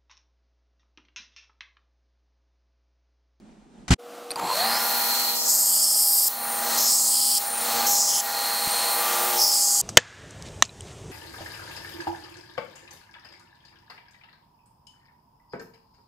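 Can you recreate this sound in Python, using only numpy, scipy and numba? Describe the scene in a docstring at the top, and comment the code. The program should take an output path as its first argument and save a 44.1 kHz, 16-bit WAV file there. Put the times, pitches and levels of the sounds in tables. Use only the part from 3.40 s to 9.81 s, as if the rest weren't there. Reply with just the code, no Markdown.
"""Kitchen, then a belt grinder

Still kitchen air ends in a scrape (shaped noise) and a bump (flattened low tones) on the microphone.
In a workshop a fan hums under moving air, a switch clicks (damped rings) and a belt grinder runs up:
its tones follow the turning motor, and its belt partly repeats its roughness every lap.
A steel blade is pressed on the belt four times and hisses in its own resonances.
An automatic gain turns the loud machine down and lets it back more slowly."""
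import sys
import numpy as np
from scipy import signal
from scipy.fft import rfft, irfft, next_fast_len
from scipy.io import wavfile
from scipy.ndimage import uniform_filter1d
from numba import njit

SR = 44100
rng = np.random.default_rng(int(sys.argv[2]) if len(sys.argv) > 2 else 0)


def int16_out(signal):
    """Quantize to a 16-bit WAV file."""
    q = np.round(np.clip(np.atleast_2d(signal).T, -1, 1) * 32767)
    wavfile.write(sys.argv[1], SR, q.astype(np.int16))


N = 282885
T = np.arange(N) / SR  # time in seconds

# Colour of the still kitchen air. Each row: frequency in Hz, level in dB.
KITCHEN_COLOUR = [(15, -42), (25, -20), (57, -15), (93, -38), (213, -5), (249, -13), (283, -18),
                  (331, -16.5), (527, -26.5), (839, -26.5), (1140, -34.5), (3950, -42.5), (8360, -47),
                  (12000, -64), (15600, -102), (22000, -120)]
# Loudness of that air. Each row: time in seconds, level in dB.
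KITCHEN_AIR = [(0.0, -54.5), (0.318, -51), (0.508, -51.5), (0.57, -61)]
# How different left and right are in the kitchen. Each row: frequency in Hz, side minus mid in dB.
KITCHEN_SIDE = [(60, 0), (110, -1), (200, -14), (380, -8), (700, -5), (1290, -1), (2380, -6), (4400, -7),
                (8120, -1), (15000, -3)]
# The microphone is rubbed and bumped. Each row: time in seconds, scrape level in dB, bump level in dB.
BUMP = [(.478, -88, -90), (.481, -34, -50), (.495, -38, -33), (.503, -44, -42), (.507, -22, -11.5),
        (.54, -22, -18), (.547, -52, -41), (.552, -92, -92)]
# Colour of the scrape. Each row: frequency in Hz, level in dB.
SCRAPE_COLOUR = [(290, -42), (500, -10), (657, -2), (1120, -9), (1290, -6), (7610, -12), (13900, -40),
                 (15600, -53)]
# Low tones mixed into the bump. Each row: frequency in Hz, relative level in dB.
BUMP_TONES = [(67, 4.5), (115, 2.5), (180, -0.5), (260, -3.5), (345, -10.5)]

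# Workshop fan hum, before the gain. Each row: time in seconds, upper hum in dB, lower hum in dB.
FAN_HUM = [(0.58, -69, -78), (0.59, -46.5, -74), (1.08, -41.5, -53), (1.8, -50.5, -56), (3.3, -46, -53),
           (4.4, -40.5, -54), (5.1, -55, -74), (5.8, -39, -41.5), (6.41, -34, -31)]
# Colour of the fan's air. Each row: frequency in Hz, level in dB.
FAN_COLOUR = [(35, -86), (60, -59), (285, -11.5), (424, -22), (476, -12), (535, -12), (759, -9),
              (958, -20.5), (1210, -12.5), (1750, -25.5), (3140, -25.5), (15600, -36)]
# Loudness of the fan's air, before the gain. Each row: time in seconds, level in dB.
FAN_AIR = [(0.575, -86), (0.595, -50.5), (0.753, -42.5), (0.895, -44), (0.923, -39), (0.959, -44.5),
           (0.973, -56), (1.0, -25)]
FAN_HUM_HZ = 480  # upper hum
FAN_DUCK = 2.54  # power of the gain: the fan sinks further than the machine

# Clicks of the switch. Each row: start in seconds, reference level in dB, frequency of its own ring in Hz.
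SWITCH = [(0.9063, -15.5, 4200), (0.9128, -17, 9250), (0.9174, -17, 4630), (0.9587, -17.5, 4760)]
# Rings of the switch housing. Each row: frequency in Hz, dB to the click, time in seconds to fall 60 dB.
SWITCH_MODES = [(2560, -17, 0.018), (4400, -22, 0.023), (4750, -31, 0.02), (5650, -23, 0.013),
                (8800, -10.5, 0.016), (11200, -16, 0.013)]
# Dull low knocks. Each row: start in seconds, starting level in dB, frequency in Hz.
THUDS = [(5.274, -21, 218), (5.376, -40, 291), (5.428, -35, 293), (5.584, -46, 342)]

# Faint unsteady bass, its colour. Each row: frequency in Hz, level in dB.
RUMBLE_COLOUR = [(20, -7), (40, 2.5), (100, 4.5), (170, 6), (300, -30)]
RUMBLE_DB = -69

# Run-up of the motor, as the pitch of its whine (12 times the shaft). Each row: time in seconds, Hz.
RUN_UP = [(.96, 148), (1.0, 212), (1.032, 278), (1.076, 366), (1.11, 467), (1.148, 567), (1.208, 704),
          (1.242, 773), (1.324, 811.4), (6.42, 811.4)]
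# Machine levels. Each row: time in seconds, base level in dB, then, in dB to the base:
# wheel rattle, hiss, belt ring, platen ring, idler hum.
MACHINE = [(0.96, -41.5, -13, -16, -11, -15, -25), (1.08, -35.5, -7.5, -10.5, -7.5, -3.5, -20),
           (1.17, -31, -11, -4.5, -10, 3, -16), (1.26, -27.5, -8, -6, -9, 0.5, -14),
           (1.44, -30, -9, 2.5, -6, -4, -17.5), (1.9, -35.5, -7, 7.5, -20, 3.5, -14.5),
           (2.0, -39.5, -7, 6, -15, -4, -14), (2.3, -33, -23, -1, -9, -6, -11.5),
           (2.9, -26.5, -17, 0.5, -2.5, -4, -17), (3.15, -32.5, -11, -2, 3, -11, -15.5),
           (3.34, -29.5, -18, -4.5, -11, -5, -16.5), (3.96, -31, -23, 8, -4, 2.5, -9),
           (4.03, -28.5, -21, 2.5, 1, -5, -26), (4.15, -32, -9, -2, 5.5, -9.5, -16.5),
           (4.4, -28, -8, -3.5, -13, -3.5, -15), (4.85, -28.5, -23, -0.5, -27, -8.5, -21),
           (4.97, -31.5, -6, -2, -10, 0.5, -26), (5.2, -33, -4, -1, 0, 1, -21),
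           (5.55, -30.5, -6, -0.5, -0.5, -1.5, -33), (5.7, -29.5, -6.5, 0, -7, -16, -23),
           (6.0, -29.5, -1.5, 2.5, -2, -11, -23), (6.41, -31, -19, 3, -12, -2.5, -13)]
# Colour of the rumbling frame. Each row: frequency in Hz, level in dB.
FRAME_COLOUR = [(90, -110), (200, -18.5), (430, -21), (600, -9.5), (800, -6), (1000, -12), (1250, -11.5),
                (1700, -69)]
# Motor tones. Each row: multiple of the shaft, peak level in dB to the base at full speed.
MOTOR = [(9, -17), (13, -11), (14, -18), (15, -16), (19, -15.5)]
# Idler wheel tones. Each row: multiple of the idler, peak level in dB to the base at full speed.
IDLER = [(2, -18), (4, -17), (5, -9), (6, -10.5), (8, -12.5)]
# Whine, loudest in a resonance of the frame. Each row: time in seconds, dB to the base.
WHINE = [(1.08, -18), (1.16, -2.5), (1.22, 2), (1.29, -4), (1.9, -4.5), (2.8, -3), (3.4, -6), (4.3, -2),
         (5.0, -2.5), (5.65, -1.5), (6.42, 1)]
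# Belt noise in order: bench, guard, rattle, low hiss, belt ring, high hiss, top hiss.
# Each row: centre in Hz at full speed, width of one filter in Hz, share of power repeated each lap.
BELT = [(137, 310, 0.062), (1516, 1900, 0.1), (3200, 4500, 0.86), (6150, 11700, 0.55), (9240, 1700, 0.39),
        (13000, 13000, 0.17), (15360, 17000, 0.18)]
# Balance of the hiss. Each row: time in seconds, low part in dB to the hiss, top part in dB to the hiss.
HISS_BALANCE = [(0.96, 3, 5), (1.2, -1.5, -2), (1.45, -3.5, -7), (1.9, -3.5, -7), (2.9, 2.5, 12),
                (3.0, -6, -2), (3.3, 5, 4.5), (4.0, 0, 6), (4.1, -3, -1), (4.4, 4, 4), (4.9, 0, 2),
                (5.4, 1, -4), (5.6, -3.5, -4), (5.9, -1, -4), (6.42, -4, -5)]
# Tones inside the platen ring. Each row: multiple of the belt lap, peak dB to the ring at full speed.
LAP_LINES = [(184, -19), (194, -14), (197, -18), (203, -13), (206, -6), (208, -8), (211, -9), (212, -9),
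             (214, -7), (229, -17)]
# The straining motor shakes a panel and the stand. Each row: time in seconds, panel frequency in Hz,
# panel level in dB, stand level in dB.
GROWL = [(0.96, 970, -32, -48), (0.978, 936, -29, -49), (1.038, 814, -28, -36.5), (1.084, 970, -31, -43),
         (1.102, 990, -24.5, -55), (1.17, 970, -43, -51)]
# Squeal of the new-started belt settling on its wheels. Each row: time in seconds, Hz, level in dB.
SETTLING = [(1.18, 4600, -50), (1.28, 4850, -36), (1.36, 5030, -29), (1.44, 5530, -38), (1.52, 5700, -48)]
IDLER_TURNS, BELT_LAPS = 3.489, .3003  # per motor turn
BENCH_DB, GUARD_DB = -12.5, -5.5  # to idler hum; to the base
FLICKER_DB = .9  # each part of the belt noise wavers alone
PLATEN_HZ, PLATEN_WIDTH_HZ = 4260, 560
PRESS_S = .03  # fade in seconds at touch and lift
PRESS_DAMP_DB = -4.5  # the pressed blade steadies the belt: quieter guard and rattle
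PRESS_TONE_DB = -6  # motor and idler share the tones; this quiets the idler's under the blade
JOINT_DB, JOINT_HZ, JOINT_WIDTH_HZ = -13, 456, 1200  # thump of the belt joint under the blade
JOINT_LAP = .1  # shift of the thump, in laps

# Blade on the belt: one list per pass, touch to lift. Each row: time in seconds, low ring in dB,
# broad hiss frequency in Hz, then, in dB to the low ring: broad hiss, third ring, top ring, rasp.
PASSES = [
    [(1.95, -38, 7650, 3.4, -12, 4, -15), (2.03, -40.5, 7200, 5, -5, -4, -23),
     (2.1, -29.5, 7550, 7.8, -18, 9, -35), (2.33, -20.5, 8400, 6.2, -13, 7, -16.5),
     (2.42, -15, 8300, 2.1, -8, -2, -21.5), (2.7, -14.5, 8850, 4.4, -2, 7.5, -27),
     (2.885, -13.5, 8400, 3.9, -3, 7.5, -31)],
    [(3.375, -30, 6500, 0, -8, 5, -27), (3.44, -26.5, 6800, 0.5, -6, 5, -27),
     (3.52, -18.5, 8000, 3, -16, -4, -36), (3.64, -24.5, 7800, 10, 4, 5, -29),
     (3.74, -17, 8500, 3.2, -5, -4, -18), (3.985, -14, 8600, 0, -6, -8, -16)],
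    [(4.465, -31, 6500, 7, -6, 10, -8), (4.53, -26.5, 6870, 6.6, -1, 9, -27),
     (4.6, -21.5, 7100, 5.3, -12, -4, -51), (4.7, -21.5, 6960, 2.4, -2, -12, -13),
     (4.81, -27, 6960, 6.2, 6.5, -5, -2.5)],
    [(5.96, -32, 7600, -13, -8, -8, -9), (6.02, -15, 7740, -16, -8.5, -15, -35),
     (6.16, -16.5, 8000, -0.5, -4.5, -7, -22), (6.28, -19, 7400, 6.5, -3, -3, -25),
     (6.42, -23, 7460, 11, 4, 2, -13)],
]
# Low ring of the blade. Each row is one pass: frequency in Hz at touch, frequency in Hz at lift.
LOW_RING = [(5000, 5040), (5160, 4940), (5230, 5030), (5380, 4820)]
# Colour of the third ring. Each row: frequency in Hz, level in dB.
THIRD_RING = [(9900, -28), (10450, -2), (11000, 6), (11800, 0.5), (12500, -30)]
# Colour of the top ring. Each row: frequency in Hz, level in dB.
TOP_RING = [(11600, -29), (12300, 0), (13000, 8), (13900, -1), (14600, -8), (15700, -25)]
# The blade radiates little under its first ring and cancels between rings. 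Each row: Hz, gain in dB.
BLADE_FILTER = [(1000, -42), (3500, -55), (4400, -3.5), (5200, 0), (6100, 0), (7000, 2.5), (9700, 0),
                (10250, -3.5), (10800, -1), (16000, -5)]
LOW_WIDTH_HZ, BROAD_WIDTH_HZ, RASP_HZ = 1060, 5200, 3150
EDGE_DB, EDGE_HZ, EDGE_WIDTH_HZ = -5.5, 14900, 3000  # thinnest hiss of the edge, dB to the low ring

# How different left and right are in the workshop. Each row: frequency in Hz, side minus mid in dB.
SHOP_SIDE = [(60, -6), (110, -9), (200, -22), (380, -13), (700, -30), (1290, -35), (2380, -9), (4400, -3),
             (8120, -10), (15000, -13)]
# The stereo image opens for a moment. Each row: time in seconds, side gain in dB.
WIDTH = [(1.33, -37), (1.42, -4), (1.7, 2), (1.9, 3.5), (2.02, 8.5), (2.12, -3), (2.2, -35)]
ECHO_DB, ECHO_S = -15, .005  # nearby reflections: total level, fading time
GAIN_TOP_DB, GAIN_RATIO = -23.5, 5.05  # the gain acts above this level
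GAIN_ATTACK_S, GAIN_RELEASE_S = .05, .11
TOP_HZ = 15760  # upper limit of the sound


def undb(db):
    """Turn dB into a plain amplitude factor."""
    return 10 ** (np.asarray(db) / 20)


def unit(x):
    """Scale to an rms (average strength) of 1."""
    return x / np.sqrt(np.mean(x ** 2))


def curves(rows):
    """A gate that is open over a table's time span, then its columns at every sample."""
    s, *columns = np.transpose(rows)
    gate = uniform_filter1d(1. * ((T >= s[0]) & (T <= s[-1])), size=300)
    return [gate] + [np.interp(T, s, c) for c in columns]


def colour(x, points):
    """Filter by (Hz, dB) points, joined evenly in pitch."""
    size = next_fast_len(len(x))
    hz, db = np.transpose(points)
    log_hz = np.log(np.arange(size // 2 + 1) * SR / size + 1)
    gain = undb(np.interp(log_hz, np.log(hz), db, right=-70))
    return irfft(rfft(x, size) * gain, size)[:len(x)]


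@njit
def svf(x, hz, width):
    """Band-pass filter with a moving centre, gain 1 there."""
    y, b, l = np.empty(len(x)), 0., 0.  # b and l: the filter's memory
    for i in range(len(x)):
        g, k = np.tan(np.pi * hz[i] / SR), width / hz[i]
        v = (b + g * (x[i] - l)) / (1 + g * (g + k))
        b, l, y[i] = 2 * v - b, l + 2 * g * v, k * v
    return y


def ring(x, hz, width_hz, count=2):
    """A resonance of rms 1, made steeper by filtering several times."""
    hz = np.clip(hz + 0 * T, 50, .45 * SR)
    for _ in range(count):
        x = svf(x, hz, 1. * width_hz)
    return unit(x)


def walk(rate):
    """Smooth random wandering with about `rate` new values a second; spread near 1."""
    k = int(SR / rate)
    steps = np.repeat(rng.standard_normal(N // k + 1), k)
    return 1.7 * uniform_filter1d(uniform_filter1d(steps, k), k)[:N]


def noise():
    """White noise: equal strength at every frequency."""
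    return rng.standard_normal(N)


def side_of(x, share):
    """Scattered reflections that reach the two microphones differently."""
    echo = rng.standard_normal(3000) * np.exp(-np.arange(3000) / 800)
    scattered = signal.fftconvolve(x, echo / np.linalg.norm(echo))[:N]
    return colour(scattered, list(share) + [(20000, -10)])


def left_right(side):
    """The side signal is added on the left and subtracted on the right."""
    return side * np.array([[1], [-1]])


def bump_tones():
    """Low tones with random starting phases; the capsule flattens their tops."""
    tones = sum(undb(db) * np.sin(2 * np.pi * (hz * T + rng.random())) for hz, db in BUMP_TONES)
    return 1.78 * np.tanh(unit(tones) / 1.12)


def kitchen():
    """Still room air, ended by a scrape and a bump against the microphone; left and right."""
    on, air_db = curves(KITCHEN_AIR)
    touch, scrape_db, bump_db = curves(BUMP)
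    bump, bump_side = (touch * undb(bump_db) * bump_tones() for _ in range(2))
    air_gain = on * undb(air_db + walk(15.4))
    scrape_gain = touch * undb(scrape_db)
    air = unit(colour(noise(), KITCHEN_COLOUR))
    scrape = unit(colour(noise(), SCRAPE_COLOUR))
    side = air_gain * side_of(air, KITCHEN_SIDE)
    side += scrape_gain * side_of(scrape, KITCHEN_SIDE) + undb(-22.0) * bump_side
    return air_gain * air + scrape_gain * scrape + bump + left_right(side)


def fan():
    """Two multiples of the mains hum over moving air, which is coloured noise."""
    on, upper_db, lower_db = curves(FAN_HUM)
    phase = 2 * np.pi * FAN_HUM_HZ * T
    hum = np.sqrt(2) * (undb(upper_db) * np.sin(phase) + undb(lower_db) * np.sin(phase * 3 / 4))
    air_on, air_db = curves(FAN_AIR)
    return on * hum + air_on * undb(air_db) * unit(colour(noise(), FAN_COLOUR))


def knock(s, db, hz, t60):
    """One damped ring starting at s, falling 60 dB in t60 seconds."""
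    t = np.clip(T - s, 0, None)
    return undb(db) * np.sin(2 * np.pi * hz * t) * np.exp(-np.log(1000) * t / t60)


def clicks():
    """The switch snaps in its plastic housing; dull knocks come through the body."""
    out = sum(knock(s, db, hz, 0.014) for s, db, hz in THUDS)
    for s, db, hz in SWITCH:
        modes = SWITCH_MODES + [(hz, -7.0, .02)]
        out = out + sum(knock(s, db + mode_db, mode_hz, t60) for mode_hz, mode_db, t60 in modes)
    return out


def rumble(on):
    """A faint, fluttering bass that stays when the machine is ducked."""
    return on * undb(RUMBLE_DB + 1.0 * walk(9)) * unit(colour(noise(), RUMBLE_COLOUR))


def partials(turns, lines, waver_db):
    """Multiples of a rotation, each swelling slowly on its own."""
    return sum(undb(db + waver_db * walk(3.05)) * np.sin(2 * np.pi * (k * turns + rng.random()))
               for k, db in lines)


def belt_grit(laps, repeat, joint):
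    """Roughness under the wheels: partly the same on every lap, with a bump where the belt is joined."""
    surface = rng.standard_normal(2172)  # one lap of belt
    surface[:24] += joint * np.hanning(24)
    place = (laps % 1 * len(surface)).astype(int)
    return np.sqrt(repeat) * surface[place] + np.sqrt(1 - repeat) * noise()


def nearby(x):
    """Bench, hands and guards reflect the hiss within milliseconds and ripple its spectrum."""
    t = np.arange(800) / SR
    echo = rng.standard_normal(len(t)) * np.exp(-t / ECHO_S)
    echo *= undb(ECHO_DB) / np.linalg.norm(echo)
    echo[0] = 1  # the direct sound
    return signal.fftconvolve(x, echo)[:N]


def starting_growl():
    """The straining motor shakes panel and stand; then the settling belt squeals upward."""
    growl_on, panel_hz, panel_db, stand_db = curves(GROWL)
    panel = undb(panel_db) * ring(noise(), panel_hz, 220)
    stand = undb(stand_db) * ring(noise(), 320, 630)
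    squeal_on, squeal_hz, squeal_db = curves(SETTLING)
    squeal = undb(squeal_db) * ring(noise(), squeal_hz, 600)
    return growl_on * (panel + stand) + squeal_on * squeal


def rotating_tones(turns, idler_db, pressed):
    """Motor and idler wheel give tones at multiples of their turning."""
    motor = partials(turns, MOTOR, 4.13)
    idler = undb(PRESS_TONE_DB * pressed) * partials(IDLER_TURNS * turns, IDLER, 3.1)
    idler_hum = undb(idler_db) * np.sqrt(2) * np.sin(2 * np.pi * IDLER_TURNS * turns)
    return motor + idler + idler_hum


def frame_rumble(laps, pressed):
    """Belt roughness shakes the frame; the joint thumps under the blade once a lap."""
    frame = unit(colour(belt_grit(laps, 0.49, 1.3), FRAME_COLOUR))
    joint_hits = np.diff(np.floor(laps + JOINT_LAP), prepend=0)
    thump = ring(joint_hits, JOINT_HZ, JOINT_WIDTH_HZ)
    return frame + pressed * undb(JOINT_DB + 1.4 * walk(12)) * thump


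def belt_noise(laps, speed, levels_db):
    """Roughness passing the wheels excites seven wavering bands of noise."""
    brighter = .7 + .3 * speed  # the hiss climbs as the belt gathers speed
    out = 0
    for db, (hz, width_hz, repeat) in zip(levels_db, BELT):
        centre_hz = hz * brighter * (1 + 0.014 * walk(2.93))
        band = ring(belt_grit(laps, repeat, 0), centre_hz, width_hz, count=3)
        out = out + undb(db + FLICKER_DB * walk(10)) * band
    return out


def grinder(turns, speed):
    """Tones of motor and idler over the rumbling frame, the ringing platen and the hissing belt."""
    on, base_db, rattle_db, hiss_db, ring_db, platen_db, idler_db = curves(MACHINE)
    _, low_db, top_db = curves(HISS_BALANCE)
    pressed = uniform_filter1d(sum(curves(rows)[0] for rows in PASSES), int(PRESS_S * SR))
    damp_db = PRESS_DAMP_DB * pressed
    belt_db = [idler_db + BENCH_DB, GUARD_DB + damp_db, rattle_db + damp_db,
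               hiss_db + low_db, ring_db, hiss_db, hiss_db + top_db]
    laps = BELT_LAPS * turns
    tones = rotating_tones(turns, idler_db, pressed)
    frame = frame_rumble(laps, pressed)
    belt = nearby(belt_noise(laps, speed, belt_db))
    platen = undb(-1.0) * ring(belt_grit(laps, 0.58, 0), PLATEN_HZ, PLATEN_WIDTH_HZ, count=3)
    platen += speed ** 8 * partials(laps, LAP_LINES, 2.1)
    whine = undb(curves(WHINE)[1] + 1.5 * walk(5)) * np.sqrt(2) * np.sin(2 * np.pi * 12 * turns)
    # unbalance forces grow steeply with speed
    machine = undb(-4.0) * frame + speed ** 4 * tones + whine + belt + undb(platen_db) * platen
    return starting_growl() + on * undb(base_db) * machine


def blade(turns):
    """Grit scratches the steel and excites its rings; the pressure flutters with the belt."""
    laps = BELT_LAPS * turns
    flutter = undb(0.45 * walk(60) + 0.14 * np.sin(4 * np.pi * laps))  # twice a lap, plus chance
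    grit = flutter * belt_grit(laps, 0.26, 0)
    third, top = unit(colour(grit, THIRD_RING)), unit(colour(grit, TOP_RING))
    rasp = ring(grit, RASP_HZ, 700)
    edge = undb(EDGE_DB) * ring(grit, EDGE_HZ, EDGE_WIDTH_HZ)
    rings = dull = 0
    for rows, touch_lift_hz in zip(PASSES, LOW_RING):
        touch, low_db, broad_hz, broad_db, third_db, top_db, rasp_db = curves(rows)
        low_hz = np.interp(T, (rows[0][0], rows[-1][0]), touch_lift_hz) * (1 + 0.012 * walk(5))
        low = ring(grit, low_hz, LOW_WIDTH_HZ)
        broad = ring(grit, broad_hz, BROAD_WIDTH_HZ, count=3)
        press = touch * undb(low_db)
        upper = undb(third_db) * third + undb(top_db) * top + edge
        rings = rings + press * (low - undb(broad_db) * broad + upper)
        dull = dull + press * undb(rasp_db) * rasp
    return colour(rings, BLADE_FILTER) + dull


@njit
def follow(db, attack, release):
    """Quick to rise, slower to fall."""
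    y, e = np.empty(len(db)), 0.
    for i in range(len(db)):
        e += (db[i] - e) * (attack if db[i] > e else release)
        y[i] = e
    return y


def auto_gain(x):
    """Gain that turns down whatever exceeds the top level and recovers more slowly."""
    power = uniform_filter1d(x ** 2, size=800)
    over_db = 10 * np.log10(power + 1e-12) - GAIN_TOP_DB
    cut_db = np.clip(over_db, 0, None) * (1 - 1 / GAIN_RATIO)
    return undb(-follow(cut_db, 1 / (GAIN_ATTACK_S * SR), 1 / (GAIN_RELEASE_S * SR)))


def scene():
    """The kitchen and the workshop, whose loud machine drives the gain."""
    on, whine_hz = curves(RUN_UP)
    turns = np.cumsum(on * whine_hz / 12) / SR  # motor turns so far
    work = grinder(turns, whine_hz / whine_hz.max()) + nearby(blade(turns))
    gain = auto_gain(work)
    shop = gain * (work + clicks()) + gain ** FAN_DUCK * fan() + rumble(on)
    wide, width_db = curves(WIDTH)
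    side = wide * undb(width_db) * side_of(shop, SHOP_SIDE)
    return shop + left_right(side) + kitchen()


def record(dry):
    """A steep low-pass filter cuts the top."""
    return signal.sosfilt(signal.ellip(16, .2, 70, TOP_HZ, fs=SR, output="sos"), dry)


dry = scene()
out = record(dry)
int16_out(out)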